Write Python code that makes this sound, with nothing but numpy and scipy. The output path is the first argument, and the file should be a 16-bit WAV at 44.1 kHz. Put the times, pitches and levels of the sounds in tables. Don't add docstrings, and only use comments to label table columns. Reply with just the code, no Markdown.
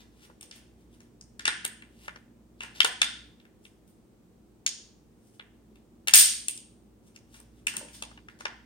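import sys
import numpy as np
from scipy import signal
from scipy.fft import rfft, irfft, next_fast_len
from scipy.io import wavfile

SR = 44100
rng = np.random.default_rng(int(sys.argv[2]) if len(sys.argv) > 2 else 0)


def inscribe(sig):
    pcm = np.round(np.clip(np.atleast_2d(sig).T, -1, 1) * 32767)
    wavfile.write(sys.argv[1], SR, pcm.astype(np.int16))


N = 381465

# frequency in Hz, relative level in dB, nominal 60 dB decay time in seconds.
PART_MODES = [(610, -3.5, 0.011), (901, 2.34, 0.013), (1100, -1.5, 0.023), (1438, 1.86, 0.039),
              (1778, 6.5, 0.0093), (2064, 3, 0.022), (2374, 3, 0.015), (2797, 7.5, 0.0078),
              (3235, 6, 0.0067), (3555, 1.5, 0.018), (3885, -3, 0.013), (4542, 5.14, 0.0027),
              (5097, -0.6, 0.0077), (5700, 1.1, 0.007), (6704, 1.45, 0.014), (6884, -4, 0.0022),
              (7956, -4.5, .006), (8424, 3, .007), (8921, 5, .008), (9220, -3, 0.013), (10090, -25.5, .008),
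              (11280, -6, .005), (11100, -2.85, .004), (12225, -5.8, .004), (13580, 5.5, .004),
              (15110, 3.3, .004), (17930, -5, .004)]
LONGEST_RING_CYCLES = 45
LEFT_LEAD_S = 0.00024


def amp(db):
    return 10 ** (np.asarray(db) / 20)


def rms_one(x):
    return x / np.sqrt(np.mean(x ** 2) + 1e-20)


def energy_one(x):
    return x / np.sqrt(np.sum(x ** 2, axis=-1, keepdims=True))


def at_hz(points, hz):
    table_hz, values = np.transpose(points)
    return np.interp(np.log(hz), np.log(table_hz + 1), values)


def add(out, s, sound):
    i = max(round(s * SR), 0)
    out[:, i:i + sound.shape[1]] += sound[:, :N - i]


def band(x, low, high):
    return signal.sosfilt(signal.butter(2, [low, high], "band", fs=SR, output="sos"), x)


def stereo(mid, side, alike):
    return np.sqrt(1 + alike) * mid + np.sqrt(1 - alike) * side * [[1], [-1]]


def air():
    # frequency in Hz, relative level in dB per Hz.
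    air_spectrum = [(15, -51.5), (25, -23.5), (43, -8), (65, -9), (82, -10), (120, -9), (146, -11.5),
                    (225, -4.5), (264, -13), (329, -7.5), (630, -21.5), (720, -22.5), (1800, -34),
                    (5000, -39), (9000, -37.5), (11000, -45), (17000, -39)]
    # frequency in Hz, likeness from 0 to 1.
    air_likeness = [(40, 0.4), (180, 0.84), (500, 0.54), (1500, 0.12), (5000, 0.05), (15000, 0.042)]
    level_db = -60
    size = next_fast_len(N)
    hz = np.arange(size // 2 + 1) * SR / size + 1
    mid, side = rfft(rng.standard_normal((2, size))) * amp(at_hz(air_spectrum, hz))
    alike = np.clip(at_hz(air_likeness, hz), 0, 1)
    noise = irfft(stereo(mid, side, alike), size)[:, :N]
    return amp(level_db) * rms_one(noise)


def hum():
    # frequency in Hz, relative level in dB.
    motor_tones = [(57.2, -66), (58.84, -73), (107.8, -73), (120.0, -72), (172.9, -76), (178.2, -78),
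                   (216.8, -72), (237.5, -68), (239.9, -75), (286.5, -78), (296.9, -74), (323.5, -75)]
    # time in seconds, gain in dB.
    swell_points = [(0, -0.5), (.5, -5.5), (.8, 1), (2.9, 1.5), (3.25, 4.5), (3.5, -4.5), (4.7, -6),
                    (5.6, -2.5), (6.1, 2), (7.1, -2.5), (7.5, 3), (8.2, 4.5), (8.45, 1), (8.65, 1)]
    upper_follows = 0.91
    in_step_s = 3.2
    gain_db, left_right_db = 0.5, -1.5
    t, out = np.arange(N) / SR, 0
    swell_db = np.interp(t, *np.transpose(swell_points))
    start = rng.uniform(0, 2 * np.pi, len(motor_tones))
    for k, (hz, level_db) in enumerate(motor_tones):
        upper = k > 1
        tone = np.sin(2 * np.pi * hz * (t - in_step_s) + upper * start[k])
        follows = upper_follows if upper else 1
        out = out + np.sqrt(2) * amp(level_db + gain_db + swell_db * follows) * tone
    return out * amp(left_right_db * np.array([[.5], [-.5]]))


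def room(sent):
    # frequency in Hz, 60 dB decay time in seconds.
    tail_t60 = [(300, 0.16), (1300, 0.5), (3500, 0.48), (6500, 0.49), (9000, 0.4), (14000, 0.18)]
    # frequency in Hz, level in dB before the build-up.
    tail_level = [(300, -27.5), (1300, -33), (3500, -39.5), (6500, -37.5), (9000, -36.5), (14000, -35)]
    build_s = 0.0096
    alike_hz = 500
    t = np.arange(SR // 2 + SR // 4) / SR
    white = rng.standard_normal((2, 2, len(t)))
    edges = 150 * 2 ** np.arange(0, 7.1, .5)
    answer = 0
    for k, (low, high) in enumerate(zip(edges, edges[1:])):
        hz = np.sqrt(low * high)
        decay_db = at_hz(tail_level, hz) - 60 * t / at_hz(tail_t60, hz)
        mid, side = band(white[k % 2], low, high) * amp(decay_db)
        alike = max(1 / (1 + (hz / alike_hz) ** 2), .25)
        answer = answer + stereo(mid, side, alike)
    answer = answer * (1 - np.exp(-(t / build_s) ** 2))
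    return signal.fftconvolve(sent[None], answer, axes=1)[:, :N]


def echoes(direct):
    # delay in seconds, level in dB, left-right difference in dB.
    surfaces = [(.0048, -15, .3), (.0115, -12, -.3), (.017, -18, .3), (.027, -17, -.3)]
    answer = np.zeros((2, SR // 20))
    smear = rng.standard_normal((len(surfaces), 2, 40)) * np.exp(-np.arange(40) / 8)
    for (delay, echo_db, pan_db), burst in zip(surfaces, smear):
        side_db = echo_db + pan_db * np.array([[.5], [-.5]])
        add(answer, delay, energy_one(burst) * amp(side_db))
    return signal.fftconvolve(direct[None], answer, axes=1)[:, :N]


def rubbing():
    # time of most pressure in seconds, level of the lower
    # modes in dB, build-up in seconds, let-go in seconds, upper modes in dB relative to the lower.
    strokes = [(0.005, -50, 0.024, 0.05, -26), (0.255, -53.5, 0.17, 0.011, -6),
               (0.56, -53.5, 0.041, 0.058, 0), (0.812, -71.5, 0.12, 0.084, -5),
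               (0.948, -62, 0.077, 0.036, -4), (1.004, -65.5, 0.011, 0.14, -3), (1.52, -68, .04, 0.27, -24),
               (2.06, -53, 0.2, .015, -5.5), (2.16, -63.5, 0.034, 0.08, -7),
               (2.631, -43.5, 0.045, 0.031, -36), (2.757, -45.5, 0.028, 0.18, -18.5),
               (3.652, -65, 0.047, 0.053, 6), (3.876, -81, 0.0093, .12, 12),
               (5.274, -72.5, 0.17, 0.093, 6.5), (5.349, -69, 0.044, .06, 4),
               (5.711, -78, .01, 0.16, -13.5), (5.756, -74.5, .02, .12, -6.5),
               (7.078, -64.5, 0.074, 0.038, 3), (7.151, -59.5, .015, 0.028, -11), (7.36, -55, 0.1, .1, -1),
               (7.6, -67, 0.15, 0.021, -2), (7.84, -63, 0.035, .1, -0.5), (7.884, -68, .02, .1, -8),
               (7.942, -61.5, .06, .15, 11.5), (8.3, -63.5, 0.025, 0.12, -13.5), (8.43, -68, .08, .02, -13)]
    grains_per_s = 3100
    range_db = 30
    split_hz = 5000
    bass_hz, bass_db = 2500, -4.5
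    top_hz, top_db = 10300, -18
    grains = (rng.random((2, N)) < grains_per_s / SR) * rng.standard_normal((2, N))
    low, high = 0, 0
    for k, (hz, mode_db, t60) in enumerate(PART_MODES):
        ring_s = 0.63 * min(t60, LONGEST_RING_CYCLES / hz)
        r = amp(-60 / (ring_s * SR))
        resonance = [1, -2 * r * np.cos(2 * np.pi * hz / SR), r * r]
        rung = amp(mode_db) * rms_one(signal.lfilter([1, 0, -1], resonance, grains[k % 2]))
        if hz < split_hz:
            low = low + rung * amp(bass_db * (hz < bass_hz))
        else:
            high = high + rung * amp(top_db * (hz > top_hz))
    t, out = np.arange(N) / SR, np.zeros(N)
    low, high = rms_one(low), rms_one(high)
    for s, low_db, build_s, release_s, rel_db in strokes:
        near = slice(max(int((s - 2 * build_s) * SR), 0), int((s + 2 * release_s) * SR))
        away = np.maximum((s - t[near]) / build_s, (t[near] - s) / release_s)
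        pressure = amp(low_db - range_db * away)
        out[near] += pressure * (low[near] + high[near] * amp(rel_db))
    later = np.roll(out, round(LEFT_LEAD_S * SR))
    return np.array([out * amp(-1.8), later * amp(-5.0)])


def knocks():
    # start in seconds, level in dB, pitch in Hz.
    dull_knocks = [(0.293, -45, 312), (0.449, -43, 303), (1.477, -33, 333), (1.646, -35.5, 257),
                   (2.078, -41, 598), (2.605, -45.5, 315), (2.842, -28, 456), (3.012, -39, 283),
                   (5.393, -54, 300.2), (5.714, -37, 225.8), (6.135, -36, 522), (7.741, -38, 251),
                   (7.773, -30.5, 203), (7.811, -32, 574), (7.827, -34, 308), (7.87, -58, 367),
                   (8.02, -51, 537), (8.115, -58.5, 206), (8.453, -43, 536)]
    t60_s, swell_in_s = 0.035, 0.0025
    out, t = np.zeros((2, N)), np.arange(4000) / SR
    envelope = amp(-60 * t / t60_s) * (1 - np.exp(-t / swell_in_s))
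    for s, level_db, hz in dull_knocks:
        body = np.sin(2 * np.pi * hz * t) + 0.7 * np.sin(2 * np.pi * 1.6 * hz * t)
        add(out, s, amp(level_db - 3.5) * np.tile(body * envelope, (2, 1)))
    return out


def contacts():
    # start in seconds, level in dB, shares in dB of the seven mode families
    # from low to high, energy radiated into the room in dB relative to the level.
    blows = [(0.298, -51, 2, -4, -20, -29, -33, -23, -35, -9),
             (0.409, -37.5, -37, -33, -24, -16, -27, -10.5, -29, 2.5),
             (0.427, -40, -20, -31, -17, -23, -7, -18, -22, -2.5),
             (0.511, -39.5, -39, -21.5, -10, -9, -10, -16, -34, 5.5),
             (1.003, -48.5, -15.5, -13, -13, -23, -6, -17.5, -26, -3),
             (1.21, -40, -33.5, -25, -23, -25.5, -1, -8.5, -36.5, -3.5),
             (1.393, -32.5, -35.5, -14, -20, -12.5, -17, -23, -35, 1),
             (1.453, -15.5, -29.5, -13.5, -6, -12, -9, -15.5, -40, 2),
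             (1.477, -15, -18.5, -10.5, -27, -6.5, -24.5, -20.5, -48.5, -7),
             (1.484, -23.5, -35, -5.5, -14.5, -7, -28, -10.5, -41, 6),
             (1.645, -30.5, -38, -5.5, -13, -8.5, -20, -16, -29.5, 2.5),
             (1.649, -19, -27, -36.5, -19.5, -19.5, -24.5, -12.5, -26, -5.5),
             (1.821, -43, -14, -11, -4, -16, -33, -20, -38, -0.5),
             (2.079, -29, -15.5, -11, -16, -21.5, -27.5, -33, -53, -5.5),
             (2.158, -41.5, -9, -7, -12.5, -16, -11, -34, -41, -22),
             (2.605, -32, -15, -12, -11, -13.5, -17.5, -22.5, -38, 3.5),
             (2.633, -31.5, -21, -11.5, -17, -17.5, -19.5, -17, -43, 2),
             (2.803, -6, -35, -18, -15, -10.5, -20, -26, -38.5, -4),
             (2.845, -15.5, -16, -12.5, -30, -11.5, -16, -13, -30.5, -1.5),
             (2.849, -16.5, -20, -13.5, -9, -13.5, -21.5, -24.5, -27, -2.5),
             (3.016, -7.5, -27, -17.5, -13, -7.5, -15, -15, -34.5, -2),
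             (3.399, -54.5, -17.5, -17, -14, -10, -25, -33.5, -31.5, 2.5),
             (3.451, -54, -25.5, -7, -11.5, -16, -20, -28, -28, 0),
             (3.651, -46, -33, -20, -10.5, -10.5, -24.5, -25, -35, -2),
             (3.876, -58, -27, -34, -25, -18, -23, -14, -13, 7.5),
             (4.663, -14, -39, -33, -22, -12, -7, -16.5, -35, -1.5),
             (5.395, -36.5, -14.5, -9, -7, -9, -35, -31, -42, -3.5),
             (5.756, -52.5, -8.5, -24, -9.5, -12.5, -18.5, -20, -23, -2.5),
             (6.072, -21.5, -25, -20, -10, -15, -17.5, -18.5, -20.5, -1),
             (6.081, -15.5, -29, -20.5, -13, -15, -15.5, -14.5, -25, -2.5),
             (6.136, -0.5, -41.5, -27.5, -16.5, -14, -9, -12, -16, 5),
             (6.144, -2.5, -48.5, -49, -39, -34.5, -19, -2.5, -22.5, 6),
             (6.155, -6.5, -37.5, -36, -39, -23, -16, -6.5, 6.5, -6),
             (6.164, -10.5, -40, -35, -20, -16.5, -28, -6.5, -11.5, 3.5),
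             (6.175, -6.5, -56, -34.5, -26, -9.5, -9, -2.5, -8, 13),
             (6.482, -15.5, -34, -43, -15, -14.5, -14, -2, -21, -2),
             (6.575, -33, -42.5, -41, -35.5, -10, -12.5, -5.5, -23, -5.5),
             (7.16, -42, -34, -21, -11, -18, -5, -15.5, -28, -4),
             (7.341, -45.5, -20.5, -18, -20.5, -18, -17, -20, -32, -1),
             (7.4, -43.5, -12.5, -27, -31, -23, -28, -11.5, -17, -12),
             (7.668, -17, -33.5, -20, -15.5, -17.5, -13.5, -12.5, -25, 0.5),
             (7.737, -38, -11, -7, -18, -18, -19, -13, -22, 5),
             (7.766, -21, -26, -30, -24, -19, -16, -8.5, -26, -2),
             (7.884, -46.5, -20, -23, -6, -17, -21, -15, -29, 3),
             (7.931, -50.5, -25, -23, -17, -6, -10, -8, -20, 20),
             (8.022, -26, -15.5, -31, -20, -14, -19, -19, -39, -4),
             (8.113, -50, -5, -13, -21, -22, -25, -34, -38, -4),
             (8.174, -46, -10, -15, -10, -28, -25, -36.5, -41, -11),
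             (8.284, -40.5, -20, -4, -12.5, -17, -21, -26, -38, -2),
             (8.388, -52, -15.5, -18.5, -21, -11, -12, -15, -29, 16),
             (8.406, -36.5, -9, -7, -17, -22, -10, -20, -37.5, -6),
             (8.453, -23, -7.5, -6, -9.5, -12, -12.5, -30, -57.5, -2.5)]
    family_hz = [800, 1600, 2700, 3700, 5800, 8800, 13000]
    # start in seconds, frequency of the mode in Hz, extra level in dB.
    square_blows = [(1.21, 5060, 6.5), (1.478, 1703, 3), (2.604, 2819, 6.5), (2.634, 2819, 7.5),
                    (2.804, 3278, 7), (2.845, 2819, 7), (3.016, 3560, 8), (3.016, 1462, 5.5),
                    (4.663, 6490, 5.5), (7.669, 2819, 6.5)]
    chatter_s = 0.003
    spread_db = 1.5
    crest_db, radiated_db = 5.5, 17.5
    radiated_damping = 1.1
    left_right_db = 2.6
    hz, mode_db, t60 = np.transpose(PART_MODES)
    t = np.arange(1500) / SR
    fade = np.log(1000) * 1.5 * t / np.minimum(t60, LONGEST_RING_CYCLES / hz)[:, None]
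    rings = energy_one(np.sin(2 * np.pi * hz[:, None] * t) * fade * np.exp(-fade))
    broad = energy_one(rings * np.exp(-(radiated_damping - 1) * fade))
    power = np.abs(rfft(broad, 2048)) ** 2
    age = t[:1000] / chatter_s
    chatter_shape = np.minimum(age * 3, 1) * np.exp(-age ** 4)
    chance = rng.standard_normal((len(blows), 1000 + len(hz)))
    direct, radiated = np.zeros((2, N)), np.zeros((1, N))
    for (s, level_db, *shares_db, room_db), draw in zip(blows, chance):
        impacts, spread = np.split(draw, [1000])
        share_db = np.interp(np.log(hz), np.log(family_hz), shares_db)
        for at_s, square_hz, extra_db in square_blows:
            share_db[np.argmin(np.abs(hz - square_hz))] += extra_db * (abs(at_s - s) < .004)
        strength = amp(share_db + mode_db + spread_db * spread)
        chatter = impacts * chatter_shape
        driven = signal.fftconvolve(rings, chatter[None], axes=1)
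        click = strength @ energy_one(driven)
        click = click / np.abs(click).max() * amp(level_db + crest_db)
        steps = np.arange(len(click))
        later = np.interp(steps - LEFT_LEAD_S * SR, steps, click, left=0)
        pair = np.array([click * amp(left_right_db / 2), later * amp(-left_right_db / 2)])
        add(direct, s, pair)
        spectrum = np.sqrt(amp(share_db + mode_db) ** 2 @ power)
        even = np.roll(irfft(spectrum), 300)[:600] * np.hanning(600)
        even = energy_one(even) * amp(level_db + room_db + radiated_db)
        add(radiated, s - 220 / SR, even[None])
    return direct, radiated[0]


def scene():
    clicks, radiated = contacts()
    soft = knocks() + rubbing()
    early = echoes(clicks[0] + soft[0])
    tail = room(radiated + soft[0])
    return clicks + soft + early + tail + air() + hum()


def record(dry):
    rounded = dry / (1 + np.abs(dry / .92) ** 4) ** .25
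    rounded = signal.sosfilt(signal.butter(2, 40, "high", fs=SR, output="sos"), rounded)
    return signal.sosfilt(signal.cheby2(24, 80, 16500, fs=SR, output="sos"), rounded)


dry = scene()
out = record(dry)
inscribe(out)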